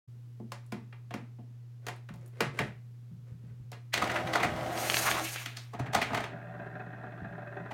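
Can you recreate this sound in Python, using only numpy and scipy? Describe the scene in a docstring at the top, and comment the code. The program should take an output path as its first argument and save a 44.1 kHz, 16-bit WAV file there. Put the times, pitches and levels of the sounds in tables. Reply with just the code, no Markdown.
"""A desktop inkjet printer in a small room, over a steady mains hum.
A hand clicks and rubs the plastic cover amid low thumps, then lets it drop with a double slam (2.4 s).
After a last click a small spring twangs; gears engage with clacks (3.9 s) and the feed motor whirs.
A sheet slides through, hissing, snapping and rasping by stick-slip friction, and the motor coasts down.
The gears shift again (5.7 s) and a slower drive purrs on, chugging where it catches."""
import sys
import numpy as np
from scipy import signal
from scipy.fft import rfft, irfft
from scipy.io import wavfile
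from scipy.ndimage import uniform_filter1d

SR = 44100
rng = np.random.default_rng(int(sys.argv[2]) if len(sys.argv) > 2 else 0)


def output_pcm(signal):
    """Save a mono or channel-first signal as 16-bit PCM at the path in sys.argv[1].

    Samples are clipped to [-1, 1] before scaling.
    """
    pcm = np.clip(np.atleast_2d(signal).T, -1, 1) * 32767
    wavfile.write(sys.argv[1], SR, np.round(pcm).astype(np.int16))


N = 340893
T = np.arange(N) / SR


def undb(db):
    """Amplitude ratio of a level in decibels."""
    return 10 ** (np.asarray(db) / 20)


def unit(x):
    """Normalisation to an rms of 1."""
    return x / np.sqrt(np.mean(x ** 2) + 1e-20)


def add(out, start_s, x):
    """Superposition of x on out, from start_s onward."""
    i = int(start_s * SR)
    out[i:i + len(x)] += x[:N - i]


def band(x, lo_hz, hi_hz):
    """Causal Butterworth band-pass."""
    return signal.sosfilt(signal.butter(3, [lo_hz, hi_hz], "band", fs=SR, output="sos"), x)


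def resonate(x, hz, width_hz):
    """Forced response of a second-order resonator with gain 1 at its centre."""
    return signal.lfilter(*signal.iirpeak(hz, hz / width_hz, fs=SR), x)


def damped_mode(t, hz, t60):
    """Free vibration of one mode: a sinusoid that falls 60 dB in t60 seconds."""
    return np.sin(2 * np.pi * hz * t) * np.exp(-np.log(1000) * t / t60)


def colour(x, points, size=4096):
    """Minimum-phase filter through (Hz, dB) points, built by folding the cepstrum."""
    hz, db = np.transpose(points)
    log_hz = np.log(np.fft.rfftfreq(size, 1 / SR) + 1)
    log_gain = np.log(undb(np.interp(log_hz, np.log(hz), db)))
    cepstrum = irfft(log_gain)[:size // 2]
    cepstrum[1:] *= 2
    response = irfft(np.exp(rfft(cepstrum, size)))
    return signal.fftconvolve(x, response)[:len(x)]


def drift(rate_hz):
    """Low-pass random fluctuation: rate_hz new values a second, smoothed twice."""
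    hold = int(SR / rate_hz)
    steps = np.repeat(rng.standard_normal(N // hold + 1), hold)
    return 1.986 * uniform_filter1d(uniform_filter1d(steps, hold), hold)[:N]


def swell(middle_s, length_s):
    """Raised-cosine envelope of a stroke that grows and fades."""
    return np.cos(np.pi * np.clip((T - middle_s) / length_s, -.5, .5)) ** 2


def running(on_s, off_s=np.inf, spin_up_s=0.041, coast_db_per_s=222):
    """Envelope of a mechanism with inertia: linear rise, hold, exponential decay."""
    rise = np.clip((T - on_s) / spin_up_s, 0, 1)
    return rise * undb(-coast_db_per_s * np.maximum(T - off_s, 0))


def impulse_train(rate_hz, jitter_s, scatter_db):
    """Quasi-periodic excitation: one click per tooth or slip, uneven in time and strength."""
    count = int(N / SR * rate_hz)
    timing, strength = rng.standard_normal((count, 2)).T
    at = ((np.arange(count) / rate_hz + jitter_s * timing) * SR).astype(int)
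    clicks = np.zeros(N)
    np.add.at(clicks, np.clip(at, 0, N - 1), undb(scatter_db * strength))
    return unit(clicks)


# Reverberation of case and room. Each row: frequency in Hz, 60 dB decay time in seconds.
REVERB_TIMES = [(100, 0.47), (200, 0.38), (400, 0.33), (1000, 0.3), (2000, 0.33), (3000, 0.3), (8000, 0.22),
                (15000, 0.068)]
def reflections():
    """Diffuse reverberation: a noise tail of unit energy, each half octave decaying at its own rate."""
    t = T[:SR // 2]
    hz, t60 = np.transpose(REVERB_TIMES)
    spectrum, f = rfft(rng.standard_normal(len(t))), np.fft.rfftfreq(len(t), 1 / SR)
    tail = 0
    for lo in 45 * 2 ** np.arange(0, 9, .5):
        part = irfft(spectrum * (f >= lo) * (f < lo * np.sqrt(2)), len(t))
        band_t60 = np.interp(np.log(lo), np.log(hz), t60)
        tail = tail + part * np.exp(-np.log(1000) * t / band_t60)
    tail *= 1 - np.exp(-t / 0.0012)
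    return tail / np.linalg.norm(tail)


def in_room(x, wet_db):
    """Superposition of the direct sound and its reverberant field."""
    return x + undb(wet_db) * signal.fftconvolve(x, reflections())[:len(x)]


# Spectra of the room's air and rumble. Each row: frequency in Hz, relative level in dB.
AIR_SPECTRUM = [(120, -58.5), (200, -5.5), (387, -4.5), (432, -5), (659, -14), (735, -13.5), (916, -14),
                (6170, -25.5), (16000, -43)]
RUMBLE_SPECTRUM = [(25, -7.5), (55, 0.5), (100, 4), (170, 3.5), (260, 0.5), (500, -30.5)]
def hum_and_air(hum_hz, hum_db, air_db, rumble_db):
    """Stationary background: a pure tone of mains hum over faint broadband air and rumble."""
    hum = np.sqrt(2) * np.sin(2 * np.pi * hum_hz * T) * undb(hum_db + 0.3 * drift(1.3))
    air = unit(colour(rng.standard_normal(N), AIR_SPECTRUM)) * undb(air_db)
    rumble = unit(colour(rng.standard_normal(N), RUMBLE_SPECTRUM)) * undb(rumble_db + 0.5 * drift(1.95))
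    return hum + air + rumble


# Thud, body, knock and snap bands of an impact. Each row: lower edge in Hz, upper edge in Hz.
IMPACT_BANDS = [(45, 400), (400, 1200), (1200, 4000), (4000, 16000)]
FIRM_CONTACT_S = .004  # a longer contact loses snap, a shorter one gains it
PANEL_LAG_S = 0.00515  # the large panels take a moment to start thudding
PART_Q = 2.25  # sharpness of the struck part's own note
def impacts(hits, spectrum, modes, ring_db, wet_db, trim_db, scuff_db, scuff_s, rise, snap_db, dull_db):
    """Impact excitation: parts scuff, chatter, then ring; snap loses dull_db per doubling of contact."""
    out, t = np.zeros(N), T[:SR // 2]
    lead = SR // 50
    attack = slice(lead, lead + SR // 40)
    for start_s, level_db, bright_db, contact_s, note_hz, thud_db in hits:
        contact_s = max(contact_s, .001)
        dulling_db = dull_db * np.log2(contact_s / FIRM_CONTACT_S)
        band_levels_db = level_db + np.array([thud_db, 0, bright_db, bright_db + snap_db - dulling_db])
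        build_up = 1 - np.exp(-t / (rise * contact_s))
        chatter = rng.standard_normal(len(t)) * np.exp(-t / contact_s) * build_up
        chatter /= np.linalg.norm(chatter)
        ringing = 0
        for hz, db, t60 in modes:
            strength, detune = rng.standard_normal(2)
            ring = damped_mode(t, hz * (1 + 0.0055 * detune), t60)
            ringing = ringing + rng.choice([-1, 1]) * undb(db + 2 * strength) * ring
        # the parts slide on each other just before they meet
        scuff = undb(scuff_db) * rng.standard_normal(lead) * np.exp(-t[:lead] / scuff_s)[::-1]
        strike = chatter + undb(wet_db) * reflections() + undb(ring_db) * ringing
        sound = np.concatenate([scuff, strike])
        note = undb(1.0) * resonate(sound, note_hz, note_hz / PART_Q)
        sound = colour(sound + note, spectrum)
        for (lo, hi), db, lag_s in zip(IMPACT_BANDS, band_levels_db, (PANEL_LAG_S, 0, 0, 0)):
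            part = band(sound, lo, hi)
            add(out, start_s + lag_s - lead / SR, part * undb(db + trim_db) / np.std(part[attack]))
    return out


# Clicks and double slam of the cover. Each row: start in seconds, relative level in dB,
# brightness in dB, contact time in seconds, note of the struck part in Hz, thud in dB.
COVER_HITS = [(0.398, -53.5, -21, 0.0032, 402, 5.5), (0.519, -45, 2.5, 0.0031, 1100, -26),
              (0.721, -43.5, 0, 0.0034, 1030, 2), (0.925, -59.5, 6, 0.0058, 1040, -15),
              (1.107, -45, -3, 0.0047, 800, -3), (1.139, -40.5, -1, 0.0036, 1400, -3),
              (1.385, -58, -13, 0.012, 704, 1), (1.866, -43.5, 1, 0.0029, 1570, -7),
              (1.883, -41.5, 1, 0.0033, 820, -8), (2.088, -55, 4.5, 0.0042, 1310, -17),
              (2.138, -57.5, -5, 0.0026, 900, -10), (2.405, -29.5, 1.5, 0.0034, 1380, -2),
              (2.589, -37, 7.5, 0.004, 1760, -4), (2.603, -35.5, -5, 0.0079, 570, -2.5),
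              (3.717, -49.5, -6, 0.0023, 657, -5), (3.728, -56, 5.5, 0.0045, 1370, -2)]
# Spectrum of a contact on the cover. Each row: frequency in Hz, gain in dB.
COVER_SPECTRUM = [(45, -15.5), (130, 17.5), (220, 5), (330, 12), (460, 8), (640, 9.5), (830, 9),
                  (1100, 0.5), (1450, -6.5), (2300, -4), (3500, -12), (6000, -18), (10400, -24),
                  (15000, -27)]
# Normal modes of the cover. Each row: frequency in Hz, relative level in dB, 60 dB decay in seconds.
COVER_MODES = [(207.2, 2.5, .35), (255.5, -7.5, 0.5), (354, 1.5, .26), (474, 0.5, 0.15), (569, 4.5, 0.2),
               (711, 3.5, 0.19), (878, 0.5, 0.16), (1040, -0.5, 0.13), (1450, 6.5, 0.091),
               (1670, -1.5, 0.23), (1880, -1, 0.29), (2052, 0, 0.3), (2410, -3, 0.31), (2780, 5, 0.15),
               (3210, 3.5, 0.16), (3910, -2, 0.19), (4350, -4, 0.24), (5240, 3.5, 0.102), (6800, 8, 0.0934)]
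def cover_clicks():
    """Plate vibration: each contact with the case excites the damped modes of the plastic cover."""
    return impacts(COVER_HITS, COVER_SPECTRUM, COVER_MODES, ring_db=-47.5, wet_db=-4.0, trim_db=-1,
                   scuff_db=-57.0, scuff_s=0.0043, rise=0.28, snap_db=-13.5, dull_db=18.5)


# Soft low thumps from handling, and dull thuds under the clicks and clacks.
# Each row: start in seconds, relative level in dB, pitch in Hz, decay time in seconds.
LOW_THUMPS = [(0.402, -43.5, 211.5, 0.014), (0.725, -39.5, 226.5, 0.011), (1.144, -39, 238, 0.008),
              (1.39, -51, 240, 0.0066), (2.106, -42.5, 156, 0.0055), (2.412, -42, 178, .007),
              (2.467, -41, 138.2, .07), (2.601, -38.5, 178, 0.0033), (2.656, -49, 211, 0.011),
              (3.114, -45, 148, 0.012), (3.317, -45.5, 131, .006), (3.438, -50, 175, 0.0073),
              (3.51, -48.5, 132, 0.0074), (3.599, -47, 129, 0.011), (4.243, -40, 147, 0.0063),
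              (4.52, -39.5, 161, 0.0037), (4.578, -46, 150, 0.0072), (4.661, -47, 168, 0.0027),
              (5.801, -34.5, 127.5, 0.036), (5.832, -55, 138, 0.0063), (7.221, -39, 163, 0.0046)]
def low_thumps(wet_db, trim_db):
    """Damped oscillation: each thump is one low mode that rises softly and dies away quickly."""
    out, t = np.zeros(N), T[:SR // 3]
    for start_s, db, hz, decay_s in LOW_THUMPS:
        mode = np.sin(2 * np.pi * hz * t) * np.exp(-t / decay_s) * (1 - np.exp(-t / 0.0015))
        thump = in_room(mode, wet_db)
        add(out, start_s, thump * undb(db + trim_db) / np.std(thump[:SR // 25]))
    return out


# Fingertips lifting off. Each row: start in seconds, level in dB, note in Hz.
FINGER_TICKS = [(0.664, -68.5, 8500), (1.962, -69, 10500), (2.159, -71, 14000), (2.211, -74, 7000),
                (2.261, -64, 9000), (2.278, -66, 13500)]
def finger_ticks(decay_s):
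    """Release of adhesion: fingertips peel off the textured plastic in thin, high ticks."""
    out, t = np.zeros(N), T[:SR // 8]
    for start_s, db, hz in FINGER_TICKS:
        peel = rng.standard_normal(len(t)) * np.exp(-t / decay_s)
        tick = in_room(resonate(peel, hz, hz / 3), wet_db=-5)
        add(out, start_s, tick * undb(db) / np.std(tick[:SR // 100]))
    return out


# Strokes on the case. Each row: middle in seconds, length in seconds, relative level in dB.
RUB_STROKES = [(1.89, 0.16, -53), (2.23, 0.25, -65.5), (2.388, 0.15, -55.5), (2.614, 0.23, -45),
               (3.3, 0.12, -67), (3.473, 0.19, -67)]
# Spectrum of the rubbing. Each row: frequency in Hz, relative level in dB.
RUB_SPECTRUM = [(100, -2.5), (400, 13.5), (900, 0.5), (1400, 1), (1950, 1), (2400, -4), (3000, -9),
                (6000, -17), (10000, -20.5), (16000, -35)]
def rubbing(grain_db, uneven_db):
    """Sliding friction: skin and cover move over the case in faint, uneven slips."""
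    strokes = sum(undb(db) * swell(middle_s, length_s) for middle_s, length_s, db in RUB_STROKES)
    slips = rng.standard_normal(N) * undb(grain_db * rng.standard_normal(N) + uneven_db * drift(90))
    return in_room(strokes * unit(colour(slips, RUB_SPECTRUM)), wet_db=-5.5)


# Modes of the spring. Each row: frequency in Hz, relative level in dB, 60 dB decay in seconds.
SPRING_MODES = [(2900, -2, .28), (3270, -5, .25), (3620, -8, .2), (4030, -4, .27), (4200, -4, .3)]
def spring_twang(start_s, level_db):
    """Free vibration: a small metal spring rings in inharmonic modes after the cover's last click."""
    out, t = np.zeros(N), T[:SR // 2]
    for hz, db, t60 in SPRING_MODES:
        add(out, start_s, undb(level_db + db) * damped_mode(t, hz, t60))
    return out


# Clacks of the gear train, and one thin, high tick of paper at 5.57 s. Each row: start in seconds,
# relative level in dB, brightness in dB, contact time in seconds, struck part's note in Hz, thud in dB.
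MECHANISM_HITS = [(3.933, -51.5, 16, 0.0059, 1920, -9), (3.940, -37.5, 9.5, 0.0015, 2400, -16),
                  (3.977, -42.5, 9.5, 0.0027, 1820, -7), (4.021, -29, -3, 0.0047, 1220, -9),
                  (4.041, -46.5, 7, 0.0025, 1500, -12), (4.053, -57, 3, 0.0026, 1800, -4),
                  (4.075, -51, 7, 0.0026, 2000, -11), (4.098, -44.5, 10, 0.0075, 1230, -5),
                  (4.116, -42, 0.5, 0.003, 1020, -16), (4.160, -35, 3, 0.0087, 1580, -18),
                  (4.273, -39.5, -2.5, 0.0039, 750, -23), (4.335, -35.5, 3, 0.0032, 4320, -17),
                  (4.3555, -26, -2.5, 0.0048, 1470, -20), (4.401, -33.5, -1.5, .0087, 716, -12),
                  (4.4315, -31, 3, 0.005, 1430, -10), (4.445, -35, 2, 0.0057, 1130, -1.5),
                  (5.4602, -50, 12, 0.002, 2600, -1.5), (5.571, -55.5, 9, .00074, 5000, -3.5),
                  (5.736, -44, -8.5, 0.0036, 784, -4), (5.746, -45.5, -8.5, 0.0058, 740, -4),
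                  (5.796, -39, -7, 0.0035, 726, 0), (5.862, -45, -2, .01, 730, -4),
                  (5.934, -38, -1, .0025, 710, -18), (5.949, -24.5, -4, 0.0026, 780, -10.5),
                  (6.017, -38, 8, .0044, 2480, -7.5), (6.026, -37, 3.5, 0.0031, 2120, -15),
                  (6.106, -39.5, -13, 0.0088, 1410, 0), (6.133, -34, -11, 0.0041, 850, -4),
                  (6.147, -35.5, 1.5, 0.0042, 1240, -25), (6.174, -34, -2, 0.0042, 2080, -7),
                  (6.205, -39.5, -4.5, .0041, 730, -14), (6.24, -40, -1, 0.0035, 2770, -18),
                  (7.712, -42, -5, 0.0076, 724, -6)]
# Spectrum of a contact between gears. Each row: frequency in Hz, gain in dB.
GEAR_SPECTRUM = [(45, -5.5), (120, -1), (300, 4), (510, -5), (730, 2), (1000, -2.5), (1300, -2), (2100, 4),
                 (3200, -5.5), (5000, -18), (6600, -20), (9300, -24), (10400, -28.5), (15000, -29.5)]
# Modes of the chassis. 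Each row: frequency in Hz, relative level in dB, 60 dB decay in seconds.
CHASSIS_MODES = [(647, -17, 0.34), (709, 6, 0.085), (1250, 4, 0.15), (1730, -48, 0.19), (1989, 10, 0.051),
                 (2470, 2.5, 0.15), (3280, 6, 0.067), (3560, -32, 0.15), (4380, 5, 0.18), (6180, 10, 0.09),
                 (6960, -15, .12), (8400, -26, 0.062)]
def mechanism_clacks():
    """Structure-borne sound: engaging gears collide and set the chassis ringing; the paper ticks once."""
    return impacts(MECHANISM_HITS, GEAR_SPECTRUM, CHASSIS_MODES, ring_db=-47, wet_db=-2.5, trim_db=-0.5,
                   scuff_db=-23.0, scuff_s=0.0029, rise=.25, snap_db=-8.5, dull_db=5.0)


# Shifts of the gear train. Each row: start in seconds, end in seconds, relative level in dB.
GEAR_SHIFTS = [(3.934, 4.077, -42), (5.977, 6.196, -45.5)]
def gear_chatter(scatter_db):
    """Intermittent contact: teeth not yet meshed skip over each other in irregular ticks."""
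    ticks = impulse_train(170, jitter_s=.003, scatter_db=scatter_db)
    effort = sum(undb(db) * running(on_s, off_s) for on_s, off_s, db in GEAR_SHIFTS)
    return in_room(effort * unit(colour(ticks, GEAR_SPECTRUM)), wet_db=3.5) * undb(-5.5)


# Spectrum of the feed rattle. Each row: frequency in Hz, relative level in dB.
FEED_SPECTRUM = [(29, -60), (50, -68), (113, -2.5), (150, -12.5), (322, -6.5), (362, -6), (399, -16),
                 (535, -9.5), (613, -9), (919, -12.5), (1550, -13), (1710, -18), (1930, -12), (2280, -20.5),
                 (15000, -42.5)]
# Resonances of the gear frame. Each row: frequency in Hz, bandwidth in Hz, relative gain in dB.
FRAME_RESONANCES = [(618, 53, -14), (647, 76, 5), (717, 27, 1), (758, 55, 4), (1250, 74, -8),
                    (1310, 79, -17)]
# Gear tones. Each row: multiple of the shaft rate, relative level in dB.
FEED_HARMONICS = [(2, -21), (5, -24), (6, -21), (8, -20), (10, -21), (15, -15), (18, -22), (20, -21)]
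FEED_ON_S, FEED_OFF_S, FEED_GAIN_DB = 3.93, 5.22, -36
CRAWL_OFF_S, CRAWL_GAIN_DB = 5.6, -71  # a faint last stretch eases the sheet out
def feed_motor(shaft_hz, tone_db, rub_db, frame_db):
    """Gear-mesh noise: a rattle, amplitude-modulated once a turn, over harmonics of the shaft rate."""
    angle = 2 * np.pi * np.cumsum(shaft_hz * (1 + 0.002214 * drift(9))) / SR
    teeth = impulse_train(6 * shaft_hz, jitter_s=.001, scatter_db=4.0)
    friction = undb(rub_db) * rng.standard_normal(N)
    throb = undb(0.85 * np.sin(angle) + 0.9 * drift(25))
    rattle = colour((teeth + friction) * throb, FEED_SPECTRUM)
    frame = sum(undb(db) * resonate(rattle, hz, width) for hz, width, db in FRAME_RESONANCES)
    tones = sum(undb(db + 0.48 * drift(15)) * np.sin(order * angle + rng.uniform(0, 2 * np.pi))
                for order, db in FEED_HARMONICS)
    whir = undb(-1.5) * unit(in_room(rattle + undb(frame_db) * frame, wet_db=4.0))
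    pull = undb(FEED_GAIN_DB) * running(FEED_ON_S, FEED_OFF_S)
    crawl = undb(CRAWL_GAIN_DB) * running(FEED_OFF_S, CRAWL_OFF_S)
    return (pull + crawl) * (whir + undb(tone_db) * tones)


# Passage of the sheet. Each row: time in seconds, hiss level in dB, scrape level in dB.
SHEET_LEVELS = [(4.5, -71, -59), (4.735, -53, -48), (4.8, -40.5, -41.5), (4.98, -34.5, -39.5),
                (5.08, -36, -36), (5.17, -46, -37.5), (5.25, -43.5, -47.5), (5.38, -46, -46),
                (5.52, -63.5, -54.5), (5.74, -76, -69)]
# Spectra of the hiss and the scrape. Each row: frequency in Hz, relative level in dB.
HISS_SPECTRUM = [(1500, -3), (2800, -33), (4000, 8.5), (5000, 4), (6500, 10), (8000, 3.5), (9300, 9),
                 (10400, 0.5), (12000, 6.5), (16000, -2)]
SCRAPE_SPECTRUM = [(300, -3.5), (800, 3.5), (1250, 4), (1700, 7), (2400, 5.5), (3200, 2.5), (5000, -6),
                   (9000, -18)]
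def sheet_slide(grain_db):
    """Friction noise: paper fibres catch on rollers and guides in dense, tiny slips."""
    times, hiss_db, scrape_db = np.transpose(SHEET_LEVELS)
    passing = (T > times[0]) * (T < times[-1])
    out = 0
    for levels_db, spectrum in ((hiss_db, HISS_SPECTRUM), (scrape_db, SCRAPE_SPECTRUM)):
        envelope = undb(np.interp(T, times, levels_db)) * passing
        slips = rng.standard_normal(N) * undb(grain_db * rng.standard_normal(N) + 1.5 * drift(70))
        out = out + envelope * unit(in_room(colour(slips, spectrum), wet_db=-7))
    return out


# Crisp snaps of the sheet. Each row: start in seconds, relative level in dB, decay time in seconds.
SHEET_SNAPS = [(4.523, -59, .002), (4.611, -46, .0015), (4.663, -46, 0.0017), (4.776, -36, 0.0029),
               (4.8995, -23.5, 0.002), (4.921, -35, 0.0015), (4.943, -24, 0.0019), (4.969, -24.5, 0.0046),
               (5.031, -41, 0.0011), (5.114, -26.5, 0.002), (5.145, -36, 0.0016), (5.167, -41, .0012),
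               (5.197, -35.5, 0.00078), (5.25, -42, .005), (5.36, -35.5, .0051), (5.384, -54, .002)]
# Spectrum of a snap. Each row: frequency in Hz, gain in dB.
SNAP_SPECTRUM = [(100, -12), (350, -5), (750, 1), (1500, 2.5), (2500, 2.5), (4300, 0), (6000, -6.5),
                 (15000, -27)]
def sheet_snaps(crack_db, trim_db):
    """Transient radiation: the sheet snaps with a heavily damped crack and a short noisy crinkle."""
    out, t = np.zeros(N), T[:SR // 4]
    crack = undb(crack_db) * np.sin(2 * np.pi * 1900 * t) * np.exp(-t / 0.00019)
    for start_s, db, decay_s in SHEET_SNAPS:
        crinkle = rng.standard_normal(len(t)) * np.exp(-t / decay_s)
        crinkle /= np.linalg.norm(crinkle)
        snap = in_room(colour(crinkle + crack, SNAP_SPECTRUM), wet_db=-10)
        add(out, start_s, snap * undb(db + trim_db) / np.std(snap[:SR // 100]))
    return out


# Rasps of the sheet's edge. 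Each row: middle in seconds, length in seconds, level in dB, note in Hz.
EDGE_RASPS = [(5.078, 0.068, -27.5, 1320), (5.174, 0.096, -35, 1110), (5.27, 0.12, -40.5, 2450),
              (5.381, 0.12, -42.5, 2330)]
def edge_rasps(q, scatter_db):
    """Stick-slip: the edge judders over a guide, and the free stretch of paper resonates at its note."""
    out = 0
    for middle_s, length_s, db, hz in EDGE_RASPS:
        slips = impulse_train(420, jitter_s=.0008, scatter_db=scatter_db)
        rasp = resonate(resonate(slips, hz, hz / q), hz, hz / q)
        out = out + undb(db) * swell(middle_s, length_s) * unit(rasp)
    return in_room(out, wet_db=-16)


# Resonances of the slow drive. Each row: frequency in Hz, nominal bandwidth in Hz, gain in dB.
DRIVE_RESONANCES = [(170, 20, 9), (210, 14, 3.5), (310, 60, -4), (395, 60, -1), (598, 44, 5.5),
                    (675, 50, 5.5), (733, 36, 4), (830, 70, -7), (970, 70, -8), (1150, 50, -5),
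                    (1270, 70, -6), (1440, 90, 0), (1590, 90, 2.5), (1830, 100, -2), (2075, 40, -14),
                    (2540, 70, -10), (2690, 90, -16), (2900, 120, -25), (3480, 120, -23), (3950, 200, -25)]
# The drive's broadband body and its whine. Each row: frequency in Hz, relative level in dB.
DRIVE_SPECTRUM = [(40, -64), (60, 12.5), (130, -16), (300, 8), (1000, -1), (1900, 2), (2300, -55),
                  (4300, -64), (6000, -26), (9000, -17)]
WHINE_TONES = [(171.5, -13), (606, -24), (658, -25), (732, -22), (1157, -28), (1561, -26)]
def slow_drive(on_s, gain_db, tooth_hz, contact_share, body_db, wobble_db, tone_db):
    """Forced vibration: a slow gear knocks and scuffs tooth by tooth in the case, over a faint whine."""
    tooth_phase = (tooth_hz * T) % 1
    scuffs = unit(rng.standard_normal(N) * np.exp(-tooth_phase / contact_share))
    knocks = unit(impulse_train(tooth_hz, jitter_s=.0007, scatter_db=1.5) + undb(5) * scuffs)
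    knocks *= undb(wobble_db * drift(28))
    load, chugs = gear_catches(width_s=.009, decay_s=.008, trim_db=-.5)
    soft = in_room(load * knocks + undb(1.5) * chugs, wet_db=-7.5)
    hard = in_room(load * knocks + chugs, wet_db=-11.5)
    ringing = 0
    for hz, width, db in DRIVE_RESONANCES:
        force = hard if hz > 1000 else soft  # the upper resonances take the drier push
        ringing = ringing + undb(db) * resonate(resonate(force, hz, 1.5 * width), hz, 1.5 * width)
    body = undb(body_db) * colour(soft, DRIVE_SPECTRUM)
    muffled = band(ringing + body, 40, 4000)  # the closed case keeps the treble in
    whine = 0
    for hz, db in WHINE_TONES:
        amplitude = undb(db + 0.78 * drift(9.3))
        whine = whine + amplitude * np.sin(2 * np.pi * hz * T + 1.7 * drift(3.7) + 0.4 * drift(45))
    return undb(gain_db) * running(on_s) * (unit(muffled) + undb(tone_db) * whine)


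# Tight spots of the slow gear. Each row: time in seconds, relative strength in dB.
GEAR_CATCHES = [(6.335, 3.5), (6.419, -3), (6.452, -5), (6.49, -1.5), (6.546, -0.5), (6.6, 6), (6.626, 0),
                (6.668, 4.5), (6.758, 4.5), (6.804, 7), (6.822, 0), (6.87, 0), (6.935, 3.5), (6.983, -3),
                (7.04, 4.5), (7.07, 2.5), (7.126, 1.5), (7.184, 2), (7.251, 4), (7.295, -2.5), (7.335, 0.5),
                (7.387, 4), (7.425, 0.5), (7.476, 4), (7.528, 2), (7.573, 7), (7.604, 3), (7.664, 5)]
def gear_catches(width_s, decay_s, trim_db):
    """Load modulation: a catch varies the tooth force, and the gear slips free with one soft chug."""
    load_db, chugs, t = np.zeros(N), np.zeros(N), T[:SR // 20]
    for at_s, db in GEAR_CATCHES:
        load_db += .5 * db * np.exp(-((T - at_s) / width_s) ** 2)
        blow = rng.standard_normal(len(t)) * np.exp(-t / decay_s) * (1 - np.exp(-t / 0.00096))
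        add(chugs, at_s - decay_s, blow * undb(db + trim_db) / np.std(blow[:SR // 50]))
    return undb(load_db), chugs


def scene():
    """Linear superposition of all sources at one microphone, the same on both channels."""
    mono = hum_and_air(hum_hz=120, hum_db=-47.0, air_db=-71.0, rumble_db=-66.5)
    mono += cover_clicks() + low_thumps(wet_db=-2.0, trim_db=-1.0)
    mono += finger_ticks(decay_s=0.0027) + rubbing(grain_db=8.5, uneven_db=1.5)
    mono += spring_twang(start_s=3.729, level_db=-62)
    mono += mechanism_clacks() + gear_chatter(scatter_db=4.5)
    mono += feed_motor(shaft_hz=39.95, tone_db=3.5, rub_db=-9.0, frame_db=-2.0)
    mono += sheet_slide(grain_db=3.5) + sheet_snaps(crack_db=-12, trim_db=-2.5)
    mono += edge_rasps(q=1.57, scatter_db=2)
    mono += slow_drive(on_s=5.75, gain_db=-47.5, tooth_hz=73.6, contact_share=.38,
                       body_db=-16.0, wobble_db=0.4, tone_db=1.5)
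    return np.array([mono, mono])


def record(dry):
    """Band limiting: the microphone opens after a moment and cuts the deep bass and the top treble."""
    opening = np.clip((T - .075) / .01, 0, 1)
    thinned = signal.sosfilt(signal.butter(4, 40, "high", fs=SR, output="sos"), dry * opening)
    return signal.sosfilt(signal.ellip(10, .2, 80, 16150, fs=SR, output="sos"), thinned)


dry = scene()
out = record(dry)
output_pcm(out)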